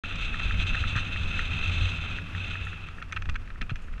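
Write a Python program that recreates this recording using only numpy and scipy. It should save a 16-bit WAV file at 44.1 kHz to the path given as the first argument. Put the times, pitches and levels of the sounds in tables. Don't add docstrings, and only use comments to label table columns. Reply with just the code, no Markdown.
import sys
import numpy as np
from scipy import signal
from scipy.fft import rfft, irfft
from scipy.io import wavfile
from scipy.ndimage import uniform_filter1d

SR = 44100
rng = np.random.default_rng(int(sys.argv[2]) if len(sys.argv) > 2 else 0)


def int16_out(signal):
    q = np.round(np.clip(np.atleast_2d(signal).T, -1, 1) * 32767)
    wavfile.write(sys.argv[1], SR, q.astype(np.int16))


N = 176400

# time_s, level_db
RUSH_LEVEL = [(0, -36.5), (.17, -36.5), (.22, -32.5), (.27, -36), (.38, -35.5), (.44, -32.5), (.52, -34.5),
              (.578, -37.5), (.598, -30), (.628, -30.5), (.648, -39), (.67, -30.5), (.725, -35.5),
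              (.755, -31), (.81, -34.5), (.92, -33.5), (.97, -34.5), (1.05, -34.5), (1.27, -36),
              (1.38, -31.5), (1.495, -36), (1.52, -32), (1.59, -32.5), (1.66, -32.5), (1.84, -33),
              (1.96, -36), (2.05, -34), (2.18, -36), (2.22, -43.5), (2.32, -42), (2.37, -37.5), (2.53, -36),
              (2.62, -39), (2.88, -45), (3.02, -57), (4, -86)]
# frequency_hz, gain_db
CASE_RESPONSE = [(200, -19.5), (950, -20), (1100, -19.5), (1320, -7.5), (1520, -10.5), (1880, -15.5),
                 (2040, -13.5), (2220, -11), (2390, -10), (2500, 0), (2610, 4), (2740, -1.5), (2900, -12),
                 (3130, -6), (3350, -8.5), (3600, -4.5), (3850, -12.5), (4030, -8.5), (4260, -24),
                 (4580, -25), (4820, -34), (5050, -29), (5450, -37.5), (5880, -28.5), (6220, -19.5),
                 (6400, -30), (6620, -27.5), (7100, -34.5), (8100, -32.5), (8800, -53), (11000, -70),
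                 (15000, -77)]


def tyre_rush():
    grains_per_s, spread_db, grit_share = 2500, 3, 0.61
    impacts = (rng.random(N) < grains_per_s / SR) * np.sign(noise())
    grit = impacts * undb(spread_db * np.minimum(rng.exponential(size=N), 4))
    excitation = np.sqrt(grit_share) * unit_rms(grit) + np.sqrt(1 - grit_share) * noise()
    level_db = envelope(RUSH_LEVEL)
    flutter_db = 0.76 * wander(rate_hz=56.5)
    rush = colour(excitation * undb(level_db + flutter_db), CASE_RESPONSE)
    crossover_hz = 2930
    low = signal.sosfiltfilt(signal.butter(3, crossover_hz, fs=SR, output="sos"), rush)
    treble_db = 0.63 * (level_db + 27) + 2.5 * wander(rate_hz=31)
    return low + (rush - low) * undb(treble_db)


# time_s, level_db
BUFFET_LEVEL = [(0, -38.5), (.2, -32.5), (.4, -34), (.55, -27.5), (.73, -26.5), (.78, -30.5), (.84, -25.5),
                (.94, -34), (1.55, -31.5), (1.93, -35), (2.05, -39.5), (2.55, -42.5), (3.08, -41),
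                (3.2, -35), (3.32, -22.5), (3.44, -37), (3.57, -37), (3.635, -25), (3.72, -33.5),
                (3.79, -34), (4, -37)]
# frequency_hz, gain_db
BUFFET_SPECTRUM = [(8, -11), (15, 2), (28, -2), (45, -6), (70, -13.5), (120, -24), (220, -30), (320, -46),
                   (700, -54.5), (2000, -81.5)]
# frequency_hz, gain_db
AIR_SPECTRUM = [(150, 2), (300, 0.5), (600, -5), (950, -7), (1300, 2), (1800, -4), (2300, -6), (2620, -1.5),
                (3000, -9.5), (4000, -17.5), (6500, -23.5), (9500, -31.5), (15000, -45.5)]
# time_s, gain_db
PACE_GAIN = [(0, -1), (.6, -1), (1.8, 0), (2.25, -1), (3, -4.5), (4, -6.5)]


def wind():
    gust_db = 2.5 * wander(rate_hz=7)
    buffet = steady(colour(noise(), BUFFET_SPECTRUM), span_s=0.16) * undb(envelope(BUFFET_LEVEL) + gust_db)
    hiss_db = -47 + envelope(PACE_GAIN) + 1.7 * wander(rate_hz=45)
    return buffet + colour(noise(), AIR_SPECTRUM) * undb(hiss_db)


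# time_s, level_db
BOOM_LEVEL = [(0, -40.5), (.38, -40.5), (.56, -31), (.68, -31), (.73, -36.5), (.8, -32), (.92, -33),
              (1.1, -38), (1.22, -29), (1.3, -38.5), (1.39, -33.5), (1.47, -41), (1.53, -25.5), (1.6, -41),
              (1.69, -25.5), (1.74, -33.5), (1.84, -22.5), (1.9, -33.5), (2.03, -35), (2.29, -42),
              (2.36, -30.5), (2.42, -35.5), (2.47, -32.5), (2.55, -40), (2.61, -32.5), (2.8, -43.5),
              (3.07, -49), (3.17, -38.5), (3.31, -40), (3.54, -51), (3.63, -42), (3.82, -59)]
# frequency_hz, gain_db
HELMET_RESPONSE = [(15, -38), (40, -19.5), (53, -1.5), (66, -16), (78, -4), (95, 5), (110, -15), (140, -29),
                   (300, -47.5), (2000, -84.5)]
# frequency_hz, gain_db
SHELL_RESPONSE = [(60, -33.5), (138, -10.5), (154, -1), (166, -1), (184, -10.5), (218, -15.5), (233, -4),
                  (250, -18), (275, -15), (340, -25.5), (2000, -67)]
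# start_s, level_db, pitch_hz, decay_s
THUDS = [(0.9595, -15.5, 110, 0.0085), (3.7173, -19, 121, 0.008), (3.294, -20.5, 76, 0.014),
         (3.617, -31, 240, 0.0067), (3.632, -25, 34, 0.012)]


def helmet():
    out = steady(colour(noise(), HELMET_RESPONSE), span_s=0.0516) * undb(envelope(BOOM_LEVEL))
    hum_db = -43 + 2.34 * envelope(PACE_GAIN)
    out += steady(colour(noise(), SHELL_RESPONSE), span_s=0.22) * undb(hum_db)
    t = np.arange(N // 20) / SR
    for start_s, level_db, pitch_hz, decay_s in THUDS:
        add(out, start_s, undb(level_db) * damped_sine(t, pitch_hz, decay_s))
    return out


# start_s, level_db, pitch_hz
TICKS = [(0.039, -17, 1270), (0.343, -15.5, 1630), (0.3995, -20.5, 1690), (.5088, -15.5, 1850),
         (0.7466, -13.5, 1760), (0.7517, -16, 1720), (0.839, -15, 1560), (0.9546, -17, 1500),
         (0.9604, -19, 1480), (0.9685, -16, 1300), (0.986, -15.5, 1420), (1.161, -15, 1910),
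         (1.392, -10, 1890), (1.629, -22, 1790), (2.1861, -17, 1700), (2.3491, -21, 1740),
         (2.5546, -18.5, 1700), (2.669, -20, 1700), (2.731, -21, 1620), (2.9836, -25.5, 1590),
         (3.0176, -23, 1600), (3.114, -28, 1590), (3.5582, -29.5, 1540), (3.884, -29.5, 1670),
         (3.9387, -28.5, 1820)]
# frequency_hz, gain_db
MOUNT_RESPONSE = [(300, -21), (1000, -15.5), (1300, 5), (1550, -1), (1870, 3.5), (2150, -9), (2600, -1),
                  (3200, -11), (6000, -29.5), (15000, -39)]


def mount_ticks():
    out, t = np.zeros(N), np.arange(N // 200) / SR
    scatter = rng.uniform(-1.14, 1, (len(TICKS), 3))
    for (start_s, level_db, pitch_hz), (stretch, lag, detune) in zip(TICKS, scatter):
        rise_s = 0.0003 * np.exp(0.25 * stretch)
        pulse = undb(level_db - 4.5) * t / rise_s * np.exp(1 - t / rise_s)
        add(out, start_s, pulse * np.sin(2 * np.pi * pitch_hz * t))
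        rebound_s = start_s + 0.00153 * np.exp(0.45 * lag)
        rebound_hz = pitch_hz * np.exp(0.25 * detune)
        add(out, rebound_s, undb(-4.5) * pulse * np.sin(2 * np.pi * rebound_hz * t))
    return unit_rms(colour(out, MOUNT_RESPONSE)) * out.std()


# start_s, level_db, sharpness_db
CONTACTS = [(0.157, -33, 5.5), (.542, -30.5, -3), (.963, -26, 2), (0.97, -26, -15), (0.978, -24, -13),
            (2.886, -32, -6), (3.0243, -25.5, -15), (3.1236, -26, 1.5), (3.128, -25, -25),
            (3.1593, -38, -8), (3.1631, -23, -17), (3.1672, -24.5, -22), (3.1705, -26, -14),
            (3.1733, -26.5, -16), (3.2214, -29.5, -1.5), (3.2555, -32, -9), (3.2898, -26.5, -20),
            (3.2954, -25.5, -2), (3.3436, -35, -7), (3.355, -27, -15), (3.3593, -25.5, -12),
            (3.475, -35.5, -14), (3.5028, -33.5, -24), (3.6118, -26, -16), (3.6161, -26, 2),
            (3.6243, -28.5, -20), (3.695, -26, -15), (3.7024, -29, -12), (3.7078, -28, -16),
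            (3.757, -33, 2), (3.979, -37, -11)]
# frequency_hz, gain_db
CLACK_SPECTRUM = [(200, -22), (500, -14.5), (900, -13), (1250, 1.5), (1700, 1), (2100, -1.5), (2700, 4),
                  (2950, -9), (3300, -6), (3850, -19), (4100, -9), (4450, -23), (15000, -59)]
# frequency_hz, gain_db
EDGE_SPECTRUM = [(800, -32), (2400, -3), (3300, 4.5), (4400, -11.5), (5050, -7), (5600, -11.5), (6130, 1),
                 (6950, -19), (7500, -10), (8300, -25), (15000, -60)]
# pitch_hz, level_db, decay_s
FRAME_MODES = [(1294, 4, 0.0033), (1510, -2, 0.0046), (1707, 0, 0.0031), (1860, -1.5, 0.0027),
               (2290, -6, 0.0043), (2646, -1.5, 0.0036), (3530, -13, 0.0039), (4050, -17, 0.0031)]
CONTACT_RISE_S = 0.00066


def rattle():
    clack, edge, ring = np.zeros((3, N))
    t = np.arange(N // 40) / SR
    attack = 1 - np.exp(-t / CONTACT_RISE_S)
    mode_hz, mode_db, mode_decay_s = np.array(FRAME_MODES).T[:, :, None]
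    scatter = rng.standard_normal((len(CONTACTS), 3, len(FRAME_MODES), 1))
    for (start_s, level_db, sharpness_db), (mix, detune, polarity) in zip(CONTACTS, scatter):
        edge_db = level_db + sharpness_db
        add(clack, start_s, undb(level_db) * crack(decay_s=0.0018))
        add(edge, start_s, undb(edge_db) * crack(decay_s=0.0011))
        weights = np.sign(polarity) * undb(mode_db + 2.5 * mix)
        weights /= np.linalg.norm(weights)
        modes = weights * damped_sine(t, mode_hz * (1 + 0.022 * detune), mode_decay_s)
        add(ring, start_s, undb(level_db) * attack * modes.sum(0))
        add(ring, start_s, undb(edge_db - 12) * damped_sine(t, pitch_hz=2445, decay_s=0.012))
    return undb(-9.5) * colour(clack, CLACK_SPECTRUM) + undb(-13) * colour(edge, EDGE_SPECTRUM) + ring


def crack(decay_s):
    tail_db, tail_s, band_hz = -21.5, 0.007, (1100, 3500)
    t = np.arange(N // 80) / SR
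    attack = 1 - np.exp(-t / CONTACT_RISE_S)
    shape = attack * (np.exp(-t / decay_s) + undb(tail_db) * np.exp(-t / tail_s))
    burst = rng.standard_normal(len(t)) * shape
    mid_band = signal.sosfilt(signal.butter(2, band_hz, "band", fs=SR, output="sos"), burst)
    return burst * shape.std() / mid_band.std()


# start_s, level_db
CHINKS = [(2.651, -56.5), (3.821, -60.5)]
# frequency_hz, gain_db
CHINK_SPECTRUM = [(1000, -38), (5800, -16), (6500, 3), (8000, -8), (10200, -9), (11200, -18), (15000, -32)]


def metal_chinks():
    spike_s, tail_s, tail_db = 0.0017, 0.052, -9
    amplitude, t = np.zeros(N), np.arange(N // 20) / SR
    shape = np.exp(-t / spike_s) + undb(tail_db) * np.exp(-t / tail_s)
    for start_s, level_db in CHINKS:
        add(amplitude, start_s, undb(level_db) * shape)
    return colour(amplitude * noise(), CHINK_SPECTRUM)


def undb(db):
    return 10 ** (np.asarray(db) / 20)


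def unit_rms(x):
    return x / np.sqrt(np.mean(x ** 2))


def envelope(rows):
    return np.interp(np.arange(N) / SR, *np.array(rows).T)


def noise():
    return rng.standard_normal(N)


def wander(rate_hz):
    rolloff = 1 + (np.fft.rfftfreq(N, 1 / SR) / rate_hz) ** 4
    return unit_rms(irfft(rfft(noise()) / rolloff, N))


def damped_sine(t, pitch_hz, decay_s):
    return np.exp(-t / decay_s) * np.sin(2 * np.pi * pitch_hz * t)


def colour(x, response):
    hz, db = np.array(response).T
    log_hz = np.log(np.fft.rfftfreq(N, 1 / SR) + 1)
    gain = unit_rms(undb(np.interp(log_hz, np.log(np.sort(hz)), db)))
    cepstrum = irfft(np.log(gain), N)
    cepstrum[1:N // 2] *= 2
    cepstrum[N // 2 + 1:] = 0
    return irfft(rfft(x) * np.exp(rfft(cepstrum)), N)


def steady(x, span_s):
    return x / np.sqrt(uniform_filter1d(x ** 2, int(span_s * SR)) + 1e-9)


def add(out, start_s, x):
    i = int(start_s * SR)
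    out[i:i + len(x)] += x[:N - i]


def scene():
    return (tyre_rush() + wind() + helmet() + mount_ticks() + rattle() + metal_chinks())[None]


def record(dry):
    silence_s, fade_s, cutoff_hz = 0.036, 0.00076, 14700
    fade_in = np.clip((np.arange(N) / SR - silence_s) / fade_s, 0, 1)
    return signal.sosfilt(signal.ellip(10, .2, 70, cutoff_hz, fs=SR, output="sos"), dry * fade_in)


dry = scene()
out = record(dry)
int16_out(out)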